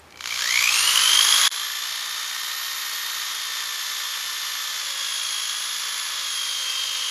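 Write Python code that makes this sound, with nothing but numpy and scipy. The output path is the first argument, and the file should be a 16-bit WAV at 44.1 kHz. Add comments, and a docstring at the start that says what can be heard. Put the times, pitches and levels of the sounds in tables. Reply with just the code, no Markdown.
"""A corded drill, close by, starts on a half-pulled trigger and bores into a plastic board on a hull.
First, mains half-waves kick the motor: gear teeth knock, the shell shakes, and fan and brushes begin to rush.
As it winds up, the gears whine and throb, the commutator sings, and a bearing chatters over a quiet workshop.
Just before 1.5 s the level drops out briefly and comes back lower.
Later the bit bites, the speed sags and the board hums; each tone swells as its pitch meets a resonance."""
import sys
import numpy as np
from scipy import signal
from scipy.fft import rfft, irfft
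from scipy.io import wavfile
from scipy.ndimage import uniform_filter1d

SR = 44100
rng = np.random.default_rng(int(sys.argv[2]) if len(sys.argv) > 2 else 0)


def output_pcm(signal):
    """Save a mono or channel-first signal as 16-bit PCM at the path in sys.argv[1].

    Samples are clipped to [-1, 1] before scaling.
    """
    pcm = np.clip(np.atleast_2d(signal).T, -1, 1) * 32767
    wavfile.write(sys.argv[1], SR, np.round(pcm).astype(np.int16))


N = 313110
T = np.arange(N) / SR  # time, s
HZ = np.fft.rfftfreq(N, 1 / SR)
TURN = 2 * np.pi  # radians in one turn
MAINS_HZ, PINION_TEETH = 60, 4


def amp(db):
    """Decibels to gain."""
    return 10 ** (np.asarray(db) / 20)


def unit(x):
    """Scales to rms 1."""
    return x / np.sqrt(np.mean(x ** 2) + 1e-20)


def curves(rows):
    """Each column of a table, joined by straight lines in time."""
    s, *columns = np.transpose(rows)
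    return [np.interp(T, s, column) for column in columns]


def at_pitch(points, hz):
    """Gain of a tone as its pitch moves through a response of f/Hz, level/dB."""
    return amp(np.interp(hz, *np.transpose(points)))


def spectrum(points):
    """Decibels at every frequency, joined on a log axis."""
    hz, db = np.transpose(points)
    return np.interp(np.log(HZ + 1), np.log(hz + 1), db)


def resonance(hz, width_hz):
    """Bell over frequency, 1 at the resonance and one half at either edge of its width."""
    return 1 / (1 + (2 * (HZ - hz) / width_hz) ** 2)


def colour(x, db):
    """Filters by a gain in dB at every frequency."""
    return irfft(rfft(x) * amp(db), N)


def wander(rate_hz):
    """Random drift of rms 1 that falls away steeply above the rate."""
    coarse = np.arange(0, N / SR + .01, 1 / 2000)
    hz = np.fft.rfftfreq(len(coarse), coarse[1])
    white = rng.standard_normal(len(coarse))
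    drift = irfft(rfft(white) / (1 + (hz / rate_hz) ** 4), len(coarse))
    return np.interp(T, coarse, unit(drift))


def bursts(turns, sharp):
    """One smooth power burst a turn, of mean 1."""
    bump = np.exp(sharp * np.cos(TURN * turns))
    return bump / bump.mean()


# speed lost below a plain exponential wind-up: uneven spin-up first, the bit's load later,
# columns: [t/s, motor turns per second lost]
SPEED_LOST = [(0.54, 1.2), (0.65, 12.3), (0.79, 7.7), (1.4, 20.1), (1.62, 9.8), (1.92, 4.8), (2.23, 5.3),
              (2.73, 1.9), (3.2, 5.0), (3.83, 21.8), (4.31, 17.4), (4.74, 23.2), (5.03, 46.7), (5.33, 51.9),
              (5.85, 32.6), (6.08, 31.1), (6.36, 56.6), (6.67, 64.8)]
START_S, WIND_UP_S, TOP_TURNS_PER_S = .145, .45, 462
FULL_SAG_TURNS_PER_S = 60


def motor():
    """Shaft turns per second, and the sag (1 = full): an exponential wind-up less the sag, eased by inertia."""
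    lost = uniform_filter1d(curves(SPEED_LOST)[0], size=4410)  # over 0.1 s
    free = TOP_TURNS_PER_S * (1 - np.exp(-(T - START_S) / WIND_UP_S))
    return np.maximum(free - lost, 5), lost / FULL_SAG_TURNS_PER_S


def effort(top_db, sag_db, slow_db):
    """Gain of a layer that changes with the sag and with the speed missing from the top."""
    speed, sag = motor()
    return amp(top_db + sag_db * sag + slow_db * (1 - speed / TOP_TURNS_PER_S))


# half-pulled trigger, columns: [t/s, share of the drive that comes in mains half-waves 0-1]
HALF_WAVE_SHARE = [(.23, 0.8), (.3, 0.3), (.42, 0.66), (.56, 0.48), (.8, 0.24), (1.5, 0)]
GEAR_RATIO = .131  # large-gear turns per shaft turn


def motion():
    """Shaft and large-gear angles in turns, by adding up the speed, and the strength of the electric drive."""
    speed, _ = motor()
    shaft = np.cumsum(speed * (1 + 0.00031 * wander(24.7))) / SR
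    gear = GEAR_RATIO * shaft + .025 * wander(10)
    chopped = np.clip(curves(HALF_WAVE_SHARE)[0], 0, 1)
    drive = np.sqrt(1 - chopped + chopped * bursts(MAINS_HZ * T - .55, sharp=2.1))
    return shaft, gear, drive


# the bit is pressed hard, columns: [start t/s, length/s, strength 0-1]
HARD_PRESSES = [(4.68, 0.43, 0.97), (6.05, 0.27, 0.87), (6.38, 0.79, 1)]


def pressing():
    """How hard the hand bears down, 0-1: each press swells and eases in one arch."""
    arches = 0
    for s, length, strength in HARD_PRESSES:
        arches = arches + strength * np.sin(np.pi * np.clip((T - s) / length, 0, 1))
    return arches


# play of the gears, columns: [t/s, throb depth of the large gear, relative tooth slack]
GEAR_PLAY = [(.6, 0.17, 0.32), (.78, .28, .8), (1.1, 0.87, 0.45), (1.65, .94, 0.59), (1.95, 0.97, 0.14),
             (3, 0.7, 0.13), (6, 0.64, 0.19), (6.6, 0.36, 0.24)]


def gear_play():
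    """Throb depth and tooth slack over time: an off-centre gear throbs, and slack teeth strike unevenly."""
    return curves(GEAR_PLAY)


# mesh tone, its second and its fourth harmonic, each against its own pitch, columns: [f/Hz, level/dB]
MESH_RESPONSE = [(1450, -48), (1560, -45), (1650, -36.5), (1760, -31), (1805, -32), (1830, -29.5)]
MESH_SECOND_RESPONSE = [(1300, -46), (1600, -27.5), (2000, -26.5), (2280, -21), (2750, -29), (3190, -20.5),
                        (3290, -22), (3400, -26), (3540, -27), (3610, -26.5), (3670, -29)]
MESH_FOURTH_RESPONSE = [(5400, -34), (5900, -39), (6400, -31), (6650, -29.5), (7000, -38), (7250, -54)]


def gears(shaft, gear, drive):
    """The pinion's mesh tone; the off-centre large gear presses the teeth once a turn, and so does each mains kick."""
    mesh_hz = PINION_TEETH * motor()[0]
    throb, slack = gear_play()
    mesh = TURN * PINION_TEETH * shaft + .12 * np.sin(TURN * gear) + .55 * slack * wander(90)
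    press = np.exp(throb * np.cos(TURN * gear)) * drive ** 3
    # keep the pulsing but even out its running power, over four mains cycles
    press /= np.sqrt(uniform_filter1d(press ** 2, size=2940))
    out = np.zeros(N)
    for k, response in ((1, MESH_RESPONSE), (2, MESH_SECOND_RESPONSE), (4, MESH_FOURTH_RESPONSE)):
        # slack teeth strike unevenly, which thickens the line into a band
        rasp = 1.4 * slack * wander(240)
        line = np.sqrt(2) * np.cos(k * mesh) * (1 + rasp) / np.hypot(1, slack)
        out += at_pitch(response, k * mesh_hz) * line * press
    return out


# the commutator's whistle against its own pitch, columns: [f/Hz, level/dB]
WHISTLE_RESPONSE = [(5200, -50), (6500, -33), (8000, -41), (8900, -29.5), (10300, -29.5), (10500, -27),
                    (11180, -29), (11420, -32.5), (11780, -37.5), (11890, -30.5)]
COMMUTATOR_BARS, WHISTLE_PRESS_DB = 26, -5  # a full press dims the whistle


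def commutator(shaft):
    """Bars pass the brushes; the mains ripple in the torque makes their whistle flutter."""
    mains = TURN * MAINS_HZ * T
    angle = TURN * COMMUTATOR_BARS * shaft + 0.28 * np.sin(mains) + 0.19 * wander(60)
    flutter = 1 + 0.099 * np.cos(mains + .5 * wander(3.2)) + 0.24 * wander(45)
    level = at_pitch(WHISTLE_RESPONSE, COMMUTATOR_BARS * motor()[0])
    return level * amp(WHISTLE_PRESS_DB * pressing()) * unit(np.cos(angle) * flutter)


# broad colour of the drill body, columns: [f/Hz, relative level/dB per Hz]
HOUSING_COLOUR = [(60, -36), (250, -25.5), (500, -16), (750, -15), (1050, -2), (2500, -2), (4200, 0.5),
                  (6000, -1), (7100, -2), (8000, -12), (9000, -13), (11500, -9), (14000, -19.5),
                  (15400, -30)]
# resonances of the shell, columns: [f/Hz, width/Hz, level/dB]
SHELL_RESONANCES = [(1213, 190, 3.5), (2045, 380, 3), (2610, 250, -1.5), (3197, 165, 6.5), (4420, 570, 2),
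                    (6580, 200, 4)]


def housing_db():
    """The broad colour of the drill body with its shell resonances, in dB at every frequency."""
    return spectrum(HOUSING_COLOUR) + sum(db * resonance(hz, width) for hz, width, db in SHELL_RESONANCES)


RUSH_DB, RUSH_SAG_DB = -20, 3  # level at top speed, and what full sag adds
# lift at top speed, change under full sag, change when slow (at standstill), all dB
LOW_LIFT_DB, LOW_SAG_DB, LOW_SLOW_DB = 1.62, -2.5, -7
TREBLE_LIFT_DB, TREBLE_SAG_DB, TREBLE_SLOW_DB = 2, -2.8, -3.5
CHATTER_PER_TURN = 2 / 3


def rush_gain():
    """The rush grows in proportion to the speed, and further as the speed sags below the free wind-up."""
    speed, sag = motor()
    return amp(RUSH_DB + RUSH_SAG_DB * sag) * speed / TOP_TURNS_PER_S


def rush(shaft, gear, drive):
    """Air hiss and tiny tooth and brush impacts ring the housing, pulsed by gear, bearing and mains."""
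    low_lift = effort(LOW_LIFT_DB, LOW_SAG_DB, LOW_SLOW_DB)
    treble_lift = effort(TREBLE_LIFT_DB, TREBLE_SAG_DB, TREBLE_SLOW_DB)
    throb, _ = gear_play()
    impacts = (rng.random(N) < 2500 / SR) * rng.standard_normal(N)  # about 2500 a second
    source = rng.standard_normal(N) + .5 * unit(impacts)
    bearing_pulse = bursts(CHATTER_PER_TURN * shaft + 0.15 * wander(30), sharp=0.41)
    gear_pulse = np.exp(0.18 * throb * np.cos(TURN * gear))
    pulsed = source * np.sqrt(bearing_pulse * gear_pulse) * amp(0.32 * wander(41))
    body = unit(colour(pulsed, housing_db()))
    low = irfft(rfft(body) / (1 + (HZ / 2400) ** 6), N)
    treble = irfft(rfft(body) / (1 + (8000 / (HZ + 1)) ** 10), N)
    body = body + (low_lift - 1) * low + (treble_lift - 1) * treble
    return rush_gain() * body * drive ** 0.56


# rattle of loose teeth: which mesh harmonics, columns: [multiple of the mesh rate]
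LOOSE_MULTIPLES = [3, 5, 6, 8, 10]
# and how strong each is before the case colours it, columns: [relative level/dB]
LOOSE_LEVELS = [-17.5, -13.5, -10.5, -11.5, -11]
GEAR_CASE_HZ, GEAR_CASE_WIDTH_HZ, GEAR_CASE_DB = 11050, 900, 6.5


def loose_teeth(shaft, gear, drive):
    """Once a gear turn, backlash smears the high mesh harmonics into hiss, lifted at the gear case resonance."""
    mesh = TURN * PINION_TEETH * shaft + .15 * np.sin(TURN * gear) + .17 * wander(110)
    bands = np.zeros(N)
    for k, db in zip(LOOSE_MULTIPLES, LOOSE_LEVELS):
        bands += amp(db) * unit(np.cos(k * mesh) * (1 + 0.47 * wander(110)))
    ring_db = housing_db() + GEAR_CASE_DB * resonance(GEAR_CASE_HZ, GEAR_CASE_WIDTH_HZ)
    throb, slack = gear_play()
    press = np.exp(throb * (np.cos(TURN * gear) - .4)) * drive ** 2
    return colour(bands, ring_db) * rush_gain() * amp(4.1 * slack) * press


# lines of the bearing chatter, columns: [multiple of the chatter rate]
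CHATTER_LINES = [4, 10, 11, 13, 14, 16, 18, 20, 26, 30, 40, 43]
# and their strengths, columns: [relative level/dB]
CHATTER_LINE_LEVELS = [-9, -4, 0, -3, -3, -8, -9, -10, -15, -24, -13, -20]
# level at top speed, what full sag adds, change when slow (at standstill)
CHATTER_LEVEL_DB, CHATTER_SAG_DB, CHATTER_SLOW_DB = -30.5, 5.5, -12


def chatter(shaft, gear):
    """A bearing rattles twice in three turns and gives a comb of wavering lines."""
    angle = TURN * CHATTER_PER_TURN * shaft
    lines = np.zeros(N)
    for k, db in zip(CHATTER_LINES, CHATTER_LINE_LEVELS):
        phase = TURN * rng.random() + 0.65 * wander(26)
        lines += amp(db) * np.cos(k * angle + phase) * (1 + 0.63 * wander(3.0))
    throbbing = unit(lines * (1 + 0.26 * np.cos(TURN * gear)))
    return effort(CHATTER_LEVEL_DB, CHATTER_SAG_DB, CHATTER_SLOW_DB) * throbbing


# gear teeth knock as the first kicks take up the slack, columns: [t/s, relative level/dB]
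FIRST_KNOCKS = [(0.107, -37), (0.124, -31), (0.158, -38), (0.174, -29.5), (0.208, -18), (0.224, -34),
                (0.241, -19.5), (0.258, -15), (0.274, -17), (0.421, -13)]


def knocks():
    """Short cracks of the gear train, noise that dies in milliseconds, heard through the housing."""
    out = np.zeros(N)
    for s, db in FIRST_KNOCKS:
        age = np.maximum(T - s, 0)
        out += amp(db + 3) * (T > s) * np.exp(-age / .0016) * rng.standard_normal(N)
    return colour(out, housing_db() - HZ / 2500)  # duller towards the treble


# while the motor labours, each mains kick shakes the shell, columns: [t/s, level/dB]
SHAKE_LEVEL = [(.2, -50), (.32, -33), (.42, -46), (.59, -28), (.85, -44), (1.5, -73)]
# the modes that it rings, columns: [f/Hz, width/Hz, relative level/dB]
RINGING_MODES = [(2310, 130, 0), (3100, 220, -7)]


def shaken_shell(drive):
    """Each kick throws the gears against the shell, which rings on for a few milliseconds."""
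    rattle = rng.standard_normal(N) * drive ** 4
    ring = np.zeros(N)
    for hz, width, db in RINGING_MODES:
        b, a = signal.iirpeak(hz, hz / width, fs=SR)
        ring += amp(db) * signal.lfilter(b, a, rattle)
    return amp(curves(SHAKE_LEVEL)[0]) * unit(ring)


OUTPUT_MESH_PER_TURN = 1.295
BOARD_SAG_DB, BOARD_PRESS_DB = -51.5, -46.5  # hum under full sag, and under a full press


def board(shaft):
    """The slower output gears hum through the bit into the board, most when it is pressed hard."""
    angle = TURN * OUTPUT_MESH_PER_TURN * shaft + .35 * wander(20)
    level = np.maximum(amp(BOARD_SAG_DB) * motor()[1] ** 2, amp(BOARD_PRESS_DB) * pressing())
    return level * unit((np.cos(angle) + 0.19 * np.cos(angle / 2)) * (1 + 0.32 * wander(25)))


# workshop background, columns: [f/Hz, relative level/dB per Hz]
WORKSHOP_COLOUR = [(18, -59), (30, -27), (81, -8.5), (274, -12.5), (304, -10.5), (581, -10), (629, -8),
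                   (716, -14), (774, -7.5), (8690, -27), (15000, -36)]
ROOM_DB, HUM_HZ, HUM_DB = -50, 80, -61


def workshop():
    """Quiet room noise with a low wavering hum that fades over the first two seconds."""
    hum = np.cos(TURN * HUM_HZ * T + .7 * wander(7)) * (1 + .3 * wander(9))
    fading = np.interp(T, [.3, 1.3, 2], [1, .85, .35])
    noise = unit(colour(rng.standard_normal(N), spectrum(WORKSHOP_COLOUR)))
    return amp(ROOM_DB) * noise + amp(HUM_DB) * fading * unit(hum)


def scene():
    """First the knocks, then the rush builds, and the drill's tones rise out of it once the motor turns."""
    shaft, gear, drive = motion()
    waking = np.clip(T / .28, 0, 1) ** 2
    turning = np.clip((T - .25) / 0.34, 0, 1)
    tones = gears(shaft, gear, drive) + loose_teeth(shaft, gear, drive) + commutator(shaft)
    tones += chatter(shaft, gear) + board(shaft)
    noise = rush(shaft, gear, drive) + shaken_shell(drive)
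    return (turning * tones + waking * noise + knocks() + workshop())[None]


# the level drops out and returns lower, columns: [t/s, level/dB]
LEVEL_STEP = [(1.48, 0), (1.481, -20), (1.493, -24), (1.496, -60), (1.5, -60), (1.503, -28), (1.51, -19),
              (1.512, -38), (1.5145, -10.7)]
NOTCH_HZ, NOTCH_HALF_WIDTH_HZ, EDGE_HZ = 8230, 300, 15400


def record(dry):
    """A fixed filter cuts a deep narrow notch in the treble; the level steps down; then the band limit."""
    offset = HZ - NOTCH_HZ
    notch = abs(offset) / np.hypot(offset, NOTCH_HALF_WIDTH_HZ)
    heard = irfft(rfft(dry[0]) * notch, N) * amp(curves(LEVEL_STEP)[0])
    band_limit = signal.firwin(511, EDGE_HZ, window=("kaiser", 9), fs=SR)
    return signal.oaconvolve(heard, band_limit, "same")[None]


dry = scene()
out = record(dry)
output_pcm(out)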